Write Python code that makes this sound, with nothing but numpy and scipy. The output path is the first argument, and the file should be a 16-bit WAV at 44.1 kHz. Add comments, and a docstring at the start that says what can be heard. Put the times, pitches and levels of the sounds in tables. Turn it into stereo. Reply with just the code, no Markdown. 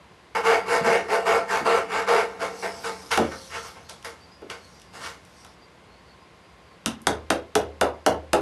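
"""A small workshop: a coping saw cuts a board held in a wooden vice, in quick push-pull strokes, then
lighter ones. Its teeth tear fibres, ringing the board and the taut blade. The blade jerks, the bench
bumps, and the saw is scraped out of the kerf. Then a mallet drives a wedge home in seven blows, each a
crack, a clack and a ring of the vice, the pitch climbing as the wedge tightens. Tools tick and a sleeve
rustles over a steady hush and faint high chirps."""
import sys
import numpy as np
from scipy import signal
from scipy.fft import rfft, irfft, next_fast_len
from scipy.io import wavfile
from scipy.ndimage import uniform_filter1d

SR = 44100
rng = np.random.default_rng(int(sys.argv[2]) if len(sys.argv) > 2 else 0)


def bounce(signal):
    """Save signal as a 16-bit WAV file at the path given by the first command-line argument."""
    frames = np.transpose(np.atleast_2d(signal))
    limited = np.clip(frames, -1, 1)
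    pcm = np.round(limited * 32767).astype(np.int16)
    wavfile.write(sys.argv[1], SR, pcm)


N = 370881
T = np.arange(N) / SR

# mallet on the wedge: (time [s], knock [dB], pitch [Hz], spread [octaves], clack [dB], crack [dB])
MALLET_BLOWS = [(6.8602, -24.5, 211, 0.3, -25.5, -16.5), (7.0693, -19.5, 430, 0.93, -14, -15),
                (7.3027, -20.5, 427, 0.59, -15, -20.5), (7.5533, -17, 500, 0.53, -17.5, -17.5),
                (7.8113, -15.5, 566, 0.76, -17, -20.5), (8.0627, -14.5, 547, 0.61, -16.5, -17.5),
                (8.3313, -14.5, 537, 0.6, -16.5, -18.5)]
# bright snap of slipping wood: (frequency [Hz], level [dB])
CRACK_SPECTRUM = [(1200, -63), (2200, 3), (2800, 12.5), (3600, 11), (4300, 3), (5800, 10.5), (7300, 3),
                  (9000, 6.5), (12000, -1.5)]


def sawing():
    """The saw cuts: short pulls and long pushes in turn, then three light strokes."""
    # (start [s], attack [s], hold [s], bite [dB], board ring [dB re bite], hiss [dB re bite])
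    strokes = [ (0.349, 0.0013, .025, -24, -3.5, -16), (0.432, 0.032, 0.083, -21, -0.5, -14.5),
               (0.655, 0.076, 0.036, -23, 0, -12), (0.828, 0.038, 0.094, -22.5, 1.5, -14),
               (1.075, 0.058, 0.021, -24, 3, -13), (1.250, 0.023, 0.095, -22.5, 1, -14.5),
               (1.475, .045, 0.052, -24, -5.5, -13), (1.644, 0.0202, .11, -22.5, 1, -14.5),
               (1.885, 0.0593, .055, -25.5, -5, -14), (2.064, 0.027, .11, -22, 1.5, -13.5),
               (2.390, 0.031, 0.028, -29.5, 2, -11), (2.622, 0.011, 0.028, -30.5, 1, -14),
               (2.833, 0.014, 0.043, -31.5, -4, -8)]
    # tone of the cut: (frequency [Hz], level [dB])
    cut_spectrum = [(35, -63), (70, -27.5), (130, -20.5), (310, -13.5), (400, 1.5), (520, -0.5), (590, -5),
                    (700, 1), (950, -4), (1400, -7), (2100, -17), (3000, -20), (5000, -17.5),
                    (11500, -28.5)]
    return blade(strokes, cut_spectrum, twang=5.5, ring=0.98, teeth_per_s=470, chatter=0.08,
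                 spread_db=2, bench_db=-35, release_db_per_s=210.5, drag_db=-10.5)


def scraping():
    """The blade is worked loose from the kerf in short, hissy jerks."""
    # (start [s], attack [s], hold [s], bite [dB], board ring [dB re bite], hiss [dB re bite])
    scrapes = [ (3.106, 0.0089, 0.018, -22.5, -9, -7.5), (3.168, 0.0064, 0.0063, -36, -7, -8),
               (3.312, 0.0044, 0.0035, -36.5, -4, -11), (3.490, 0.076, 0.0057, -33, -8, -9.5),
               (3.635, 0.014, .02, -42.5, -6, -10), (3.750, 0.015, 0.0073, -47.5, -1, -15),
               (3.887, 0.0075, 0.0064, -45.5, -2.5, 1), (4.043, 0.0051, 0.0084, -36.5, -3.5, -5),
               (4.496, 0.0037, 0.0098, -37, -3, -7), (4.925, 0.027, .03, -44.5, -5, -4.5),
               (4.985, 0.063, 0.028, -36.5, -10.5, -5.5)]
    # tone of the scrape: (frequency [Hz], level [dB])
    scrape_spectrum = [(50, -29), (90, -3.5), (260, -14), (470, 2.5), (600, -3), (1350, 0), (2500, -14),
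                       (3300, -6.5), (6000, -7.5), (11500, -18)]
    return blade(scrapes, scrape_spectrum, twang=0.63, ring=0.8, teeth_per_s=200, chatter=0.12,
                 spread_db=0, bench_db=-38, release_db_per_s=207, drag_db=-19)


def blade(strokes, spectrum, twang, ring, teeth_per_s, chatter, spread_db, bench_db,
          release_db_per_s, drag_db):
    """Teeth snag and tear fibres, shaking the bench and ringing the board and the taut blade."""
    # resonances of board and saw frame: (frequency [Hz], width [Hz], lift [dB, scaled by ring])
    board_modes = [(80, 3.5, 32), (189.2, 32, 22.5), (294, 37, 13), (426, 67, 0.5), (672, 18.4, 17),
                   (775, 68, 4.5), (882.8, 15.7, 10), (1230, 5.3, -5.5), (1345, 15, 11.5), (1561, 19, 11.5),
                   (1824, 71, 6.5), (2178, 200, 10.5), (2278, 30, 6.5), (2785, 260, 8), (4840, 20, 2),
                   (4830, 26, 13.5)]
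    bands_hz = [(45, 310), (340, 820), (850, 3150), (3250, 16000)]  # bench, board, bite, hiss
    slack_hz, tension_hz, waver_hz = 455.3, 12, 13
    board_lag_s = 0.0075  # the board takes a moment to answer
    lag = np.exp(-1 / (board_lag_s * SR))
    powers, force = np.zeros((4, N)), np.zeros(N)
    for start, attack_s, hold_s, bite_db, board_db, hiss_db in strokes:
        push = stroke_force(attack_s, hold_s, release_db_per_s, drag_db)
        add(force, start, push)
        levels = (amp(bench_db) * (amp(bite_db) * push) ** 0.4,
                  amp(bite_db + board_db) * signal.lfilter([1 - lag], [1, -lag], push),
                  amp(bite_db) * push,
                  amp(bite_db + hiss_db) * push ** 0.97)
        for power, level in zip(powers, levels):
            add(power, start, level ** 2)
    tooth_rate = teeth_per_s * force ** 0.3 * (1 + 0.146 * wander(size=200))
    grip = 1 + chatter * np.cos(2 * np.pi * np.cumsum(tooth_rate) / SR)
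    tearing = grain(grip * (snags(2500, spread_db) + 0.5 * rng.standard_normal(N)))
    twang_hz = slack_hz + tension_hz * force + waver_hz * wander(size=1500)
    tearing = tearing + twang * resonate(tearing, twang_hz, width_hz=36)
    wood = colour(tearing, lambda f: read(spectrum, f) + ring * lift(board_modes, f))
    return sum(np.sqrt(power) * steady(band(wood, *edges)) for power, edges in zip(powers, bands_hz))


def stroke_force(attack_s, hold_s, release_db_per_s, drag_db, sag_db_per_s=17.5, fade_db_per_s=53.5):
    """Force on the teeth, 0-1: it builds, sags, and falls to a fading drag as the saw turns round."""
    t = T[:SR]
    held_s = np.maximum(t - attack_s, 0)
    cutting = amp(-sag_db_per_s * held_s - release_db_per_s * np.maximum(held_s - hold_s, 0))
    drag = amp(drag_db - fade_db_per_s * held_s)
    return np.minimum(t / attack_s, 1) * np.maximum(cutting, drag)


def knock(knock_db, hz, octaves, clack_db, crack_db, body_t60=0.25, slip_s=0.0022):
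    """Wood slips with a crack, stops with a clack, and the vice rings around the given pitch."""
    # modes of the wooden vice: (frequency [Hz], relative level [dB], t60 [s])
    vice_modes = [(76.1, -9.5, 0.94), (106.6, -7.5, 0.26), (165.4, -10, 0.21), (223.7, -3, 0.23),
                  (294, -17, 0.53), (438, -1, 0.16), (531, -14.5, 0.85), (655, 7.5, 0.062),
                  (756, 5.5, 0.09), (846, 3, 0.13), (1320, 9, 0.079), (1476, 9, 0.052), (2840, 7, 0.072),
                  (3400, 8, .07)]
    # wood stopping on wood: (frequency [Hz], level [dB])
    clack_spectrum = [(100, -12), (400, -1), (1050, -2), (1450, 2), (1900, -7), (3000, -10.5), (8000, -21)]

    def hump_db(f):
        """A broad peak at the knock's pitch, with the treble rolled off."""
        nearness = np.exp(-(np.log2((f + 1) / hz) / (2 * octaves)) ** 2)
        return -22 * (1 - nearness) - 14 * np.log2(1 + (f / 2400) ** 2)

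    t = T[:SR]
    thud = colour(rng.standard_normal(SR), hump_db)
    body = steady(band(thud, 84.5, 12000)) * amp(-60 * t / body_t60)
    modes = sum(amp(db + hump_db(f) / 2 - 60 * t / t60) * np.sin(2 * np.pi * (f * t + rng.random()))
                for f, db, t60 in vice_modes)
    onset = 1 - np.exp(-t / 0.004)
    sound = np.zeros(SR)
    add(sound, 0, amp(crack_db) * burst(CRACK_SPECTRUM, slip_s))
    add(sound, slip_s / 2, amp(clack_db) * burst(clack_spectrum, length_s=0.00563))
    add(sound, slip_s, amp(knock_db) * (body + amp(-6) * modes) * onset)
    return sound


def knocks(blows):
    """A run of blows, each ringing the vice."""
    out = np.zeros(N)
    for start, *blow in blows:
        add(out, start, knock(*blow))
    return out


def jolts(step_db=-4, hz=170, fade_s=0.0029, delay_s=0.0013):
    """Each blow jolts the microphone, its sides in opposite senses, less as the wedge stops slipping."""
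    out, t = np.zeros(N), T[:SR // 10]
    thump = np.exp(-t / fade_s) * np.sin(2 * np.pi * hz * t)
    for k, (start, *_) in enumerate(MALLET_BLOWS):
        add(out, start + delay_s, amp(-14 + k * step_db) * thump)
    return np.array([out / 2, -out])


def bumps():
    """The board bumps in the vice."""
    # (time [s], knock [dB], pitch [Hz], spread [octaves], clack [dB], crack [dB])
    board_bumps = [(0.808, -28, 192, 0.21, -43, -58), (0.860, -31, 195, 0.93, -49, -55),
                   (1.61, -30.5, 291, 0.72, -45, -58), (3.174, -17, 623.5, .6, -18, -26.5),
                   (3.19, -20, 268, 0.71, -45, -37), (3.215, -25.5, 76.7, 0.16, -45, -50),
                   (4.418, -37, 360, 0.47, -51, -67), (5.446, -49, 1000, 0.57, -50, -56)]
    return knocks(board_bumps)


def sleeve():
    """A woollen sleeve brushes the wood in swells of tiny snags."""
    # swells of the rustle: (time [s], level [dB])
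    swells = [(2.3, -83), (2.6, -45.5), (3.001, -50), (3.301, -50), (3.65, -46.5), (3.82, -61), (4.3, -74),
              (4.68, -59.5), (4.9, -67), (5.201, -67), (5.41, -57), (5.55, -68)]
    # tone of wool on wood: (frequency [Hz], level [dB])
    wool_spectrum = [(1500, -25), (4000, -1), (5600, 5), (7000, -4.5), (12000, -8.5)]
    fibres = colour(snags(2500, spread_db=0.7), lambda f: read(wool_spectrum, f))
    level_db = np.interp(T, *np.transpose(swells), left=-120, right=-120)
    return amp(level_db) * unit(grain(fibres, patchy_db=3.5))


def tool_ticks():
    """Tools tick as they are handled: tiny cracks, some dull, some bright."""
    # (time [s], level [dB], brightness [dB per octave])
    ticks = [(0.352, -42, 4), (2.721, -48, -4), (3.895, -37.5, 1.5), (4.026, -47, -3), (4.048, -42, 12),
             (4.5, -33.5, -8), (4.651, -55, 1), (4.798, -53, 0), (4.817, -47.5, 0), (5.25, -52, 3),
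             (5.447, -46.5, -1), (5.464, -54, 0), (7.017, -45.5, 13)]
    out = np.zeros(N)
    for start, db, tilt in ticks:
        spectrum = [(hz, level + tilt * np.log2(hz / 4000)) for hz, level in CRACK_SPECTRUM]
        add(out, start, amp(db) * burst(spectrum, length_s=0.0042))
    return out


def chirps(length_s=0.13, width_hz=130, glide=0.025, twitter_hz=4680, twitter_db=-68):
    """Faint, blurred high chirps, each gliding a little, over a still fainter twitter."""
    # (midpoint [s], pitch [Hz], level [dB])
    calls = [(3.88, 4300, -62), (4.24, 4660, -58), (4.34, 4940, -57.5), (4.65, 4320, -57),
             (4.769, 4830, -63), (5.64, 4700, -62), (5.93, 4300, -63), (6.11, 4420, -62), (6.73, 4400, -66)]
    out, size = np.zeros(N), round(length_s * SR)
    first, last = calls[0][0], calls[-1][0]
    twitter = [(first + (last - first) * when, twitter_hz * (1 + 0.044 * (2 * high - 1)), twitter_db)
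               for when, high in rng.random((18, 2))]
    for midpoint, hz, db in calls + twitter:
        pitch = hz * (1 + glide * rng.uniform(-1, 1) * np.linspace(-1, 1, size))
        whistle = resonate(rng.standard_normal(size), pitch, width_hz)
        tone = resonate(whistle, pitch, 2 * width_hz)
        add(out, midpoint - length_s / 2, amp(db) * unit(tone) * np.hanning(size))
    return out


def air(level_db=-52):
    """Room tone: the steady hush of the workshop."""
    # tone of the hush: (frequency [Hz], level [dB])
    hush_spectrum = [(15, -32), (25, -52), (59, 5.5), (121, -1), (178, 0.5), (269, -4), (463, -1.5),
                     (569, -4), (1090, -5), (1200, -8), (2180, -10.5), (3850, -16.5), (4380, -17.5),
                     (4990, -21.5), (12000, -32), (15600, -35), (22000, -120)]
    # faint pitches in it: (frequency [Hz], width [Hz], lift [dB])
    hush_peaks = [(180, 10, 4), (1058, 27, 9), (2094, 26, 8), (4900, 160, 6)]
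    mid, side = (unit(colour(noise, lambda f: read(hush_spectrum, f) + lift(hush_peaks, f)))
                 for noise in rng.standard_normal((2, N)))
    return amp(level_db) * stereo(mid, amp(-1) * side)


def workshop(x, wet_db, side_db, gap_s=0.0056, echoes_per_s=4000):
    """Direct sound plus dense reflections from near walls, the treble dying first."""
    # decay of the room: (frequency [Hz], t60 [s])
    decay_times = [(80, 0.49), (200, 0.29), (450, 0.27), (1100, 0.24), (3000, 0.26), (8000, 0.17)]
    signs = rng.choice([-1., 1.], (2, SR))
    echoes = signs * (rng.random((2, SR)) < echoes_per_s / SR) * (T[:SR] > gap_s)
    hz, t, spectra = signal.stft(echoes, SR, nperseg=256)
    decay = amp(-60 * t / read(decay_times, hz)[:, None])
    tails = signal.istft(spectra * decay, SR, nperseg=256)[1]
    mid, side = (signal.oaconvolve(x, tail / np.linalg.norm(tail))[:N] for tail in tails)
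    return stereo(x + amp(wet_db) * mid, amp(side_db) * side)


def stereo(mid, side, lean=0.17):
    """The image is widest in the bass and mids and leans a little to the right."""
    # stereo width: (frequency [Hz], side gain [dB])
    width = [(30, -9), (100, -10), (280, -13), (600, -9.5), (1100, -8), (2000, -12), (3700, -30),
             (7000, -38), (12000, -28)]
    side = colour(side - lean * mid, lambda f: read(width, f))
    return np.array([mid + side, mid - side])


def snags(per_s, spread_db):
    """Catching fibres: random clicks, a few standing out as spread_db grows."""
    size = amp(spread_db * np.minimum(rng.exponential(1, N), 4))
    return unit(size * rng.choice([-1., 1.], N) * (rng.random(N) < per_s / SR))


def grain(x, patchy_db=2.0):
    """The colour shifts in random patches, as when teeth pass hard and soft wood."""
    spectra = signal.stft(x, nperseg=512)[2]
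    across_pitch = uniform_filter1d(rng.standard_normal(spectra.shape), size=7, axis=0)
    patches = unit(uniform_filter1d(across_pitch, size=12, axis=1))
    return signal.istft(spectra * amp(patchy_db * patches), nperseg=512)[1][:N]


def burst(spectrum, length_s):
    """A short puff of contact noise with the given spectrum, rms 1 over its length."""
    fade = np.exp(-(T[:SR // 10] / length_s) ** 2)
    puff = fade * rng.standard_normal(len(fade))
    for _ in range(6):  # flatten the spectrum while keeping the puff short
        puff = fade ** 0.25 * irfft(np.exp(1j * np.angle(rfft(puff))))
    puff = colour(puff, lambda f: read(spectrum, f), size=1024)
    return puff * np.sqrt(length_s * SR / np.sum(puff ** 2))


def resonate(x, hz, width_hz):
    """A resonance of gain 1 that follows a pitch curve."""
    turn = np.exp(2j * np.pi * np.cumsum(hz) / SR)
    pole = np.exp(-np.pi * width_hz / SR)
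    return 2 * (turn * signal.lfilter([1 - pole], [1, -pole], x / turn)).real


def colour(x, gain_db, size=8192):
    """Causal EQ whose gain in dB is a function of frequency."""
    hz = abs(np.fft.fftfreq(size, 1 / SR))
    log_gain = np.log(np.maximum(amp(gain_db(hz)), 1e-5))
    taps = np.fft.ifft(np.exp(np.conj(signal.hilbert(log_gain)))).real[:size // 2]
    return signal.oaconvolve(x, taps)[:len(x)]


def band(x, lo_hz, hi_hz):
    """Soft-edged band of a sound."""
    size = next_fast_len(len(x))
    f = np.fft.rfftfreq(size, 1 / SR) + 1
    gain = 1 / (1 + (lo_hz / f) ** 12 + (f / hi_hz) ** 12)
    return irfft(rfft(x, size) * gain, size)[:len(x)]


def steady(x, size=900):
    """Holds the loudness even over some 20 ms, leaving the finer grain."""
    return x / np.sqrt(abs(uniform_filter1d(uniform_filter1d(x ** 2, size), size)) + 1e-20)


def wander(size):
    """Random drift of rms 1 that changes over about size samples."""
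    return unit(uniform_filter1d(uniform_filter1d(rng.standard_normal(N), size), size))


def lift(peaks, f):
    """Gain in dB of a set of resonances."""
    return sum(db / (1 + (2 * (f - hz) / width) ** 2) for hz, width, db in peaks)


def read(points, hz):
    """Reads a table on a log-frequency axis."""
    f, value = np.transpose(points)
    return np.interp(np.log(hz + 1), np.log(f + 1), value)


def add(mix, start_s, sound):
    """Mixes a sound in at its start time."""
    part = mix[round(start_s * SR):][:len(sound)]
    part += sound[:len(part)]


def amp(db):
    """Decibels to gain."""
    return 10 ** (np.asarray(db) / 20)


def unit(x):
    """Scales to rms 1."""
    return x / np.sqrt(np.mean(x ** 2) + 1e-20)


def scene():
    """Sawing, freeing the blade, then the mallet."""
    saw = workshop(sawing() + scraping() + bumps(), wet_db=-8.5, side_db=-6.5)
    # the mallet lands a little differently, so its blows alternate between two sets of reflections
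    groups = (knocks(MALLET_BLOWS[::2]), knocks(MALLET_BLOWS[1::2]) + sleeve() + tool_ticks())
    mallet_and_handling = sum(workshop(group, wet_db=-5, side_db=-3) for group in groups)
    return saw + mallet_and_handling + jolts() + air() + chirps()


def record(dry):
    """A steep low-pass takes off the top treble."""
    lowpass = signal.firwin(255, cutoff=12100, window=("kaiser", 9), fs=SR)
    return signal.oaconvolve(dry, lowpass[None], "same")


dry = scene()
out = record(dry)
bounce(out)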